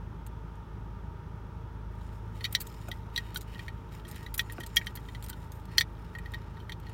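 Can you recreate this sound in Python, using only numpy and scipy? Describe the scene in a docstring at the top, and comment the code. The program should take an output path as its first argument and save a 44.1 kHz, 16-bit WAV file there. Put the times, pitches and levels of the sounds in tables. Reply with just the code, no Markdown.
"""An engine idles and ventilation blows in a standing car: firing harmonics, shaped noise, faint duct whistles.
Close up, a hand turns a die-cast toy car over. Loose wheels and doors clack: struck modes plus noise chatter.
Fingertips slip and rub on the shell: crowds of snaps and friction noise through resonances.
Now and then something knocks dully in the cabin: modes that start high notes first."""
import sys
import numpy as np
from scipy import signal
from scipy.fft import rfft, irfft, next_fast_len
from scipy.io import wavfile

SR = 44100
rng = np.random.default_rng(int(sys.argv[2]) if len(sys.argv) > 2 else 0)


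def output_pcm(signal):
    """Save a mono or channel-first signal as 16-bit PCM at the path in sys.argv[1].

    Samples are clipped to [-1, 1] before scaling.
    """
    pcm = np.clip(np.atleast_2d(signal).T, -1, 1) * 32767
    wavfile.write(sys.argv[1], SR, np.round(pcm).astype(np.int16))


N = 305613
T = np.arange(N) / SR


def from_db(db):
    """Decibels to gain."""
    return 10 ** (np.asarray(db) / 20)


def rms_one(x):
    """Scale to unit rms."""
    return x / np.sqrt(np.mean(x ** 2) + 1e-20)


def early(x):
    """Scale a short sound to unit rms over its first 10 ms."""
    return x / np.sqrt(np.mean(x[:SR // 100] ** 2))


def add(out, start_s, sound):
    """Mix a sound in at its time."""
    at = int(start_s * SR)
    out[at:at + len(sound)] += sound[:N - at]


def drift(knots_per_s):
    """Slow random curve, unit rms."""
    knots = rng.standard_normal(int(knots_per_s * N / SR) + 2)
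    return rms_one(np.interp(T * knots_per_s, np.arange(len(knots)), knots))


def uneven_gains(spread_db, count, limit):
    """Random gains, normal in dB, clipped at limit spreads."""
    return from_db(spread_db * np.clip(rng.standard_normal(count), -limit, limit))


def colour(x, spectrum):
    """Shape by a (Hz, dB) spectrum, log-f interpolated, falling off past both ends; unit rms."""
    hz, db = np.transpose(spectrum)
    size = next_fast_len(len(x))
    f = np.maximum(np.arange(size // 2 + 1) * SR / size, 1)
    low_skirt = np.minimum(f / hz[0], 1) ** 2
    high_skirt = np.minimum(1.3 * hz[-1] / f, 1) ** 4
    gain = from_db(np.interp(np.log(f), np.log(hz), db)) * low_skirt * high_skirt
    return rms_one(irfft(rfft(x, size) * gain, size)[:len(x)])


def band(x, low_hz, high_hz, order=4):
    """Causal band-pass."""
    edges_hz = [low_hz, min(high_hz, SR / 2 - 1000)]
    return signal.sosfilt(signal.butter(order, edges_hz, "band", fs=SR, output="sos"), x)


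def resonance(x, hz, width_hz):
    """One resonant peak; unit rms."""
    return rms_one(signal.lfilter(*signal.iirpeak(hz, hz / width_hz, fs=SR), x))


def struck(modes, t, vary_db, ring_time=1):
    """One decaying sine per mode; strength and sign depend on where the blow lands."""
    hz, db, t60_s = np.transpose(modes)[:, :, None]
    strength = from_db(db + vary_db * rng.standard_normal(hz.shape))
    sign = rng.choice([-1, 1], hz.shape)
    decay = from_db(-60 * t / (t60_s * max(ring_time, .2)))
    return sign * strength * np.sin(2 * np.pi * hz * t) * decay


def cabin(x, wet_db, t60_s):
    """Direct sound plus dense reflections from hand, glass and seats, soon soaked up."""
    t = T[:SR // 10]
    echoes = rng.standard_normal(len(t)) * from_db(-60 * t / t60_s) * (t > .001)
    response = from_db(wet_db) * echoes / np.linalg.norm(echoes)
    response[0] = 1
    return signal.fftconvolve(x, response)[:len(x)]


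LIGHT_CLACK_DB = -42.5


def clack_registers(level_db, hardness_db):
    """dB of hollow body, shell ring, high ring, sharp edge: force and hardness move the sound upwards."""
    force_db = level_db - LIGHT_CLACK_DB
    body = -3 - hardness_db / 2
    ring = -5.5 + hardness_db / 2
    high = -21 + 0.26 * force_db + 0.37 * hardness_db
    edge = -18 + 0.062 * force_db + 0.14 * hardness_db
    return level_db + np.array([body, ring, high, edge])


# toy modes, free: f/Hz, relative level/dB, t60/s
TOY_MODES = [(1480, -19, .05), (1650, -21, .04), (1884, 0, .075), (1993, -5, .06), (2272, -10, .06),
             (2440, -10, .05), (3101, -3, .056), (3246, 0, .042), (3429, -8, .04), (3615, -7, .04),
             (3790, -8, .035), (3862, -2, .04), (4072, -8, .045), (4280, -8, .03), (4355, -5, .035),
             (4480, -11, .03), (4950, -20, .03), (5400, -17, .03), (5600, -13, .035), (5868, -8, .042),
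             (7000, -23, .04), (8410, -28, .03), (9400, -25, .03), (11100, -25, .03), (12300, -25, .025),
             (13100, -21, .025), (14400, -25, .025)]
# clacks of loose parts: t/s, relative level/dB, hardness/dB (shell ring over hollow body),
# strongest body f/Hz, strongest shell f/Hz
CLACK_EVENTS = [(2.4085, -45, -3, 1940, 3090), (2.4425, -31.5, 10, 1940, 3870),
                (2.4502, -30.5, 3.5, 2270, 3800), (2.4553, -36, 6, 1790, 3800), (2.55, -22, 8, 1990, 3950),
                (2.9147, -36, 5, 2020, 3470), (3.1612, -35.5, 20.5, 2300, 3850),
                (3.1768, -27.5, 2.5, 2000, 3680), (3.3592, -33, 5.5, 1442, 3860),
                (3.5552, -53, -12, 1890, 3260), (3.5924, -41, -0.5, 2010, 3000),
                (3.681, -42, -8, 1780, 4370), (4.051, -49, 3, 1850, 3420), (4.263, -42.5, -0.5, 1740, 3870),
                (4.3935, -23.5, 0.5, 1830, 3500), (4.4982, -46.5, -12, 1850, 3780),
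                (4.6061, -41.5, -2, 1890, 3170), (4.6351, -43, -1, 1910, 3090),
                (4.768, -18.5, 9.5, 1860, 3330), (4.814, -48.5, -19, 1880, 3080),
                (4.8688, -34, 0.5, 1930, 3020), (4.9728, -46.5, 1, 1940, 3260),
                (5.0862, -47, -0.5, 1930, 3220), (5.1487, -44, 2, 1970, 3740),
                (5.3023, -49, -2, 1430, 3060), (5.3299, -48, 8.5, 1470, 3020),
                (5.7816, -16.5, 7.5, 1920, 4280), (5.8093, -22.5, 2, 1880, 3590),
                (6.151, -43.5, -13, 1900, 3220), (6.1856, -47, -12, 1890, 3140),
                (6.2581, -45, -6.5, 1900, 4360), (6.337, -40.5, -2, 1940, 3500),
                (6.3434, -41, 1, 1860, 3600), (6.57, -55, -5, 1910, 3630), (6.6009, -54.5, 6, 1490, 3070),
                (6.695, -40.5, -3.5, 1750, 3140), (6.7205, -40.5, 7.5, 1950, 3540),
                (6.8672, -50.5, 2.5, 1880, 4260)]


def clacks(focus_db=10.5, focus_log_width=0.041, low_focus=6.1, crack_t60_s=0.031, rise_s=0.00026,
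           scuff_db=-18.0):
    """Each contact rings the toy's modes over a chatter of parts; the spot hit favours some modes."""
    out, t, lead_s = np.zeros(N), T[:SR // 12], T[:SR // 100]
    mode_hz = np.array(TOY_MODES)[:, 0]
    build_up = 1 - np.exp(-t / rise_s)
    settling = from_db(-60 * t / crack_t60_s)
    # body, ring, high, edge: low Hz, high Hz, chatter share
    registers = [(1400, 2500, 0.195), (3000, 4700, 0.39), (4700, 6300, 0.39), (6300, 17000, 1.2)]
    noise_shape = (len(CLACK_EVENTS), len(t))
    noises = [band(rng.standard_normal(noise_shape), low, high, order=3) for low, high, _ in registers]
    for k, (s, level_db, hardness_db, body_hz, shell_hz) in enumerate(CLACK_EVENTS):
        levels_db = clack_registers(level_db, hardness_db)
        gains = from_db(levels_db)
        nearness = sum(np.exp(-(np.log(mode_hz / hz) / focus_log_width) ** 2) for hz in (body_hz, shell_hz))
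        # the lowest modes only speak when hit squarely
        favour_db = focus_db * nearness * np.where(mode_hz < 1750, low_focus, 1)
        # the hand leaves 0.8 of the free ring time
        modes = struck(TOY_MODES, t, vary_db=5.0, ring_time=.8) * from_db(favour_db)[:, None]
        sound = 0
        for (low_hz, high_hz, chatter_share), noise, gain in zip(registers, noises, gains):
            tone = modes[(mode_hz >= low_hz) & (mode_hz < high_hz)].sum(0)
            chatter = noise[k] * settling
            sound = sound + gain * early(build_up * (early(tone) + chatter_share * early(chatter)))
        add(out, s, np.linalg.norm(gains) * early(cabin(sound, wet_db=-6.5, t60_s=0.042)))
        # the part slides for an instant before it hits its stop
        scuff = colour(rng.standard_normal(len(lead_s)), RUB_SPECTRUM) * lead_s / lead_s[-1]
        add(out, s - lead_s[-1], from_db(levels_db[1] + scuff_db) * scuff)
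    return out


# snapping skin: f/Hz, relative density/dB per Hz
SNAP_SPECTRUM = [(1500, -3), (1950, -0.5), (2600, -5), (3800, -1.5), (5400, -13), (7000, -3.5),
                 (7900, -4.5), (9500, 0.5), (10500, -6), (12500, 4), (16000, -1.5)]
# fingertip slips: t/s, relative level/dB, envelope time/s
SLIP_EVENTS = [(.264, -37.5, .007), (.555, -55, .003), (2.525, -24.5, .0065), (2.602, -24, 0.011),
               (2.614, -24, 0.0079), (2.668, -33, 0.0065), (2.886, -36, .0046), (3.345, -29.5, 0.007),
               (3.369, -23.5, 0.0065), (3.408, -34, 0.013), (4.079, -37.5, 0.02), (4.113, -33.5, 0.0075),
               (4.158, -39, .0066), (4.229, -45, .007), (4.341, -22, 0.011), (4.378, -18.5, 0.0073),
               (4.408, -33, 0.0086), (4.522, -31, 0.0083), (4.601, -34, 0.0078), (4.634, -39, 0.0044),
               (4.663, -30, .007), (4.76, -19, 0.013), (4.861, -39, 0.0087), (4.953, -28.5, 0.014),
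               (5.224, -35, .009), (5.239, -32, 0.0095), (5.262, -37, 0.0046), (5.284, -36.5, 0.0047),
               (5.294, -25, .008), (5.518, -37.5, .01), (5.654, -45, .004), (5.799, -26, .008),
               (6.185, -41, .006), (6.319, -45, .006), (6.799, -47, .004), (6.893, -47.5, 0.0072)]


def slips(offset_db=-14.5, grain_db=8.0, ring_share=0.51, squeak_width_hz=250.0, squeak_count=6,
          clump_db=3.5, clumps_per_s=500.0, plain_slip_db=-25.5, sharpness_db_per_db=0.54):
    """Skin lets go of the paint in a quick crowd of tiny snaps, with random high squeaky peaks."""
    out, t = np.zeros(N), T[:SR // 15]
    for s, level_db, length_s in SLIP_EVENTS:
        # firmer slips lift the highest treble
        sharp_db = sharpness_db_per_db * (level_db - plain_slip_db)
        skin = [(hz, db + np.interp(hz, [7000, 14000], [0, sharp_db])) for hz, db in SNAP_SPECTRUM]
        snaps = rng.standard_normal(len(t)) * uneven_gains(grain_db, len(t), 2)
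        clump_curve = np.interp(t * clumps_per_s, np.arange(len(t)), rng.standard_normal(len(t)))
        age = t / max(length_s, .002)
        envelope = np.sqrt(age) * np.exp(-2 * age)
        scratch = colour(snaps, skin) * from_db(clump_db * clump_curve) * envelope
        squeak_hz = rng.uniform(3860, 15500, squeak_count)
        squeak = sum(resonance(scratch, hz, squeak_width_hz) for hz in squeak_hz)
        sound = cabin(early(scratch) + ring_share * early(squeak), wet_db=-11.5, t60_s=0.04)
        add(out, s, from_db(level_db + offset_db) * early(sound))
    return out


# strokes of skin over the toy: t/s, length/s, relative rustle level/dB, fine hiss re rustle/dB
STROKE_EVENTS = [(1.984, 0.17, -68, -6.5), (2.325, 0.62, -64, -5), (3.104, 0.25, -61, -9.5),
                 (3.454, 0.19, -58.5, -9.5), (3.903, 0.051, -57, -8), (4.037, 0.19, -60, -7.5),
                 (4.41, 0.49, -64, -8), (4.956, 0.48, -68.5, -3.5), (5.508, 0.056, -68, 2.5),
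                 (5.67, 0.076, -60.5, -11.5), (5.95, .1, -67, -10), (6.186, 0.39, -66, -19),
                 (6.808, 0.083, -63.5, -16)]


def hand_movement(turning_from_s=1.9, attack_s=0.044, release_s=0.087, grip_rustle_db=-73, grip_hiss_db=-80.5):
    """Gains of rustle and fine hiss: strokes swell, hold and fade over the faint shifting of the grip."""
    turning = np.clip((T - turning_from_s) / attack_s, 0, 1)
    rustle, hiss = from_db(grip_rustle_db) * turning, from_db(grip_hiss_db) * turning
    for s, length_s, rustle_db, hiss_db in STROKE_EVENTS:
        swell = (T - s) / attack_s
        fade = 1 - (T - s - length_s) / release_s
        stroke = np.clip(np.minimum(swell, fade), 0, 1)
        rustle = np.maximum(rustle, from_db(rustle_db) * stroke)
        hiss = np.maximum(hiss, from_db(rustle_db + hiss_db) * stroke)
    return rustle, hiss


# skin rubbing on the toy: f/Hz, relative density/dB per Hz
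RUB_SPECTRUM = [(1500, -1), (1950, 7), (2700, 8), (3400, -9.5), (4400, -7.5), (4800, -4.5), (5700, -2),
                (7800, -6), (9400, -2), (10500, -10), (12500, -7), (16000, -4)]
# resonances that sliding skin brings out: f/Hz, width/Hz, relative level/dB
GRIP_RESONANCES = [(1870, 140, 4), (2990, 250, -1.5), (3730, 100, -0.5), (4320, 148, -5), (5200, 450, -1),
                   (6970, 280, -2.5), (8340, 600, -8.5), (9460, 450, -11.5), (12300, 500, -4.5),
                   (13300, 700, -8)]


def rubbing(hiss_db=1.5, grain_db=4.5, flutter_db=2.0, ring_share=0.27, grain_share=.9,
            catches_per_s=600.0, grip_db=4.0):
    """Skin slides in a fine hiss with small catches; the shifting grip frees one resonance, then another."""
    rustle, hiss = hand_movement()
    flutter = from_db(flutter_db * drift(110))
    sizes = rng.choice([-1, 1], N) * uneven_gains(grain_db, N, 2)
    catches = rms_one((rng.random(N) < catches_per_s / SR) * sizes)
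    friction = rms_one(rng.standard_normal(N) + grain_share * catches)
    ringing = 0
    for hz, width_hz, db in GRIP_RESONANCES:
        ringing = ringing + from_db(db + grip_db * drift(7.4)) * resonance(friction, hz, width_hz)
    sound = colour(friction, RUB_SPECTRUM) + ring_share * ringing
    soft = rustle * rms_one(band(sound, 1400, 5300))
    fine = hiss * from_db(hiss_db) * rms_one(band(sound, 6600, 17600))
    return flutter * (soft + fine)


def loose_parts(level_re_rustle_db=-5.5, ticks_per_s=55.0, spread_db=7.0, part_count=4):
    """Wheels and doors tick in their play as the hand moves; each part rings the toy in its own way."""
    out = 0
    for part in range(part_count):
        sizes = uneven_gains(spread_db, N, 1.5)
        ticks = (rng.random(N) < ticks_per_s / part_count / SR) * sizes
        ring = struck(TOY_MODES, T[:SR // 20], vary_db=5.5, ring_time=0.66).sum(0)
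        out = out + signal.oaconvolve(ticks, np.diff(ring))[:N]
    rustle, _ = hand_movement()
    return rustle * from_db(level_re_rustle_db) * rms_one(out)


# knock modes: f/Hz, relative level/dB, t60/s
KNOCK_MODES = [(231, -1, 0.045), (344, -2, 0.061), (426, -8, .04), (554, -6.5, 0.04), (698, 0, 0.032),
               (1170, -6, 0.021), (1463, 0.5, 0.026), (2470, -2.5, 0.008)]
# dull knocks: t/s, peak level/dB
KNOCK_EVENTS = [(2.883, -33), (3.06, -43.5), (4.5812, -32)]


def knocks(lag_cycles=2.2):
    """Soft bumps on a panel: bending waves bring the high notes first, the low ones later."""
    out, t = np.zeros(N), T[:SR // 7]
    mode_hz = np.array(KNOCK_MODES)[:, :1]
    since_arrival_s = np.maximum(t - lag_cycles / mode_hz, 0)
    for s, peak_db in KNOCK_EVENTS:
        thud = struck(KNOCK_MODES, since_arrival_s, vary_db=0.0).sum(0)
        thud = cabin(thud, wet_db=-6.5, t60_s=0.1)
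        add(out, s, from_db(peak_db) * thud / np.abs(thud).max())
    return out


# idle speed: t/s, nominal f/Hz of the fourth multiple of the firing rate
IDLE_SPEED = [(0.0, 106.9), (5.87, 106.9), (5.96, 105.6), (6.46, 105.6), (6.56, 106.9), (6.93, 107.0)]
# cabin boom: multiple of the firing rate, nominal rms level/dB
BOOM_HARMONICS = [(2, -46.5), (3, -52), (4, -47.5), (5, -66), (6, -58), (7, -64.5), (10, -74), (13, -67.5),
                  (17, -65.5)]
# engine rumble through the body: f/Hz, relative density/dB per Hz
RUMBLE_SPECTRUM = [(20, -18.5), (32, -15), (48, -1.5), (70, -2.5), (110, -4), (140, -4.5), (175, -5.5),
                   (230, -13), (330, -16), (430, -15.5), (490, -33.5), (700, -44.5)]


def engine(waver_db=2.0, rumble_rms_db=-46.5):
    """Firing pulses boom in the cabin as low harmonics over a rumble."""
    s, fourth_hz = np.transpose(IDLE_SPEED)
    firing_hz = np.interp(T, s, fourth_hz) / 4 * (1 + .003 * drift(5))
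    firings = np.cumsum(firing_hz) / SR
    hum = 0
    for multiple, db in BOOM_HARMONICS:
        hum = hum + from_db(db + waver_db * drift(6)) * np.sin(2 * np.pi * round(multiple) * firings)
    rumble = colour(rng.standard_normal(N), RUMBLE_SPECTRUM)
    return np.sqrt(2) * hum + from_db(rumble_rms_db) * rumble  # sqrt(2): rms to peak


# ventilation air: f/Hz, relative density/dB per Hz
AIR_SPECTRUM = [(350, -18.5), (520, -8.5), (620, -8.5), (710, -15), (920, 1.5), (1050, -12.5), (1220, -5),
                (2000, -21), (3400, -25), (4400, -32.5), (5700, -31.5), (7500, -39.5), (10500, -40.5),
                (13000, -41)]
# duct whistles: f/Hz, width/Hz, rms level/dB
DUCT_WHISTLES = [(632.5, 12, -75), (941, 42, -66), (1200, 25, -75), (1362, 28, -74.5), (1824, 24, -77.5),
                 (2174, 42, -84.5), (3400, 31, -84)]


def ventilation(air_rms_db=-55.0):
    """Steady air through the ducts, which whistle faintly: noise through narrow resonances."""
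    whistles = 0
    for hz, width_hz, db in DUCT_WHISTLES:
        # two equal peaks in series are narrower than one, hence 1.8
        once = resonance(rng.standard_normal(N), hz, 1.8 * width_hz)
        whistles = whistles + from_db(db) * resonance(once, hz, 1.8 * width_hz)
    air = from_db(air_rms_db) * colour(rng.standard_normal(N), AIR_SPECTRUM)
    return air + whistles


def scene():
    """The toy handled up close in the idling cabin."""
    cabin_air = engine() + ventilation()
    handling = clacks() + slips() + knocks() + rubbing() + loose_parts()
    return (cabin_air + handling)[None]


def record(dry, cutoff_hz=15900):
    """The top is cut steeply."""
    return signal.sosfilt(signal.ellip(10, .1, 80, cutoff_hz, fs=SR, output="sos"), dry)


dry = scene()
out = record(dry)
output_pcm(out)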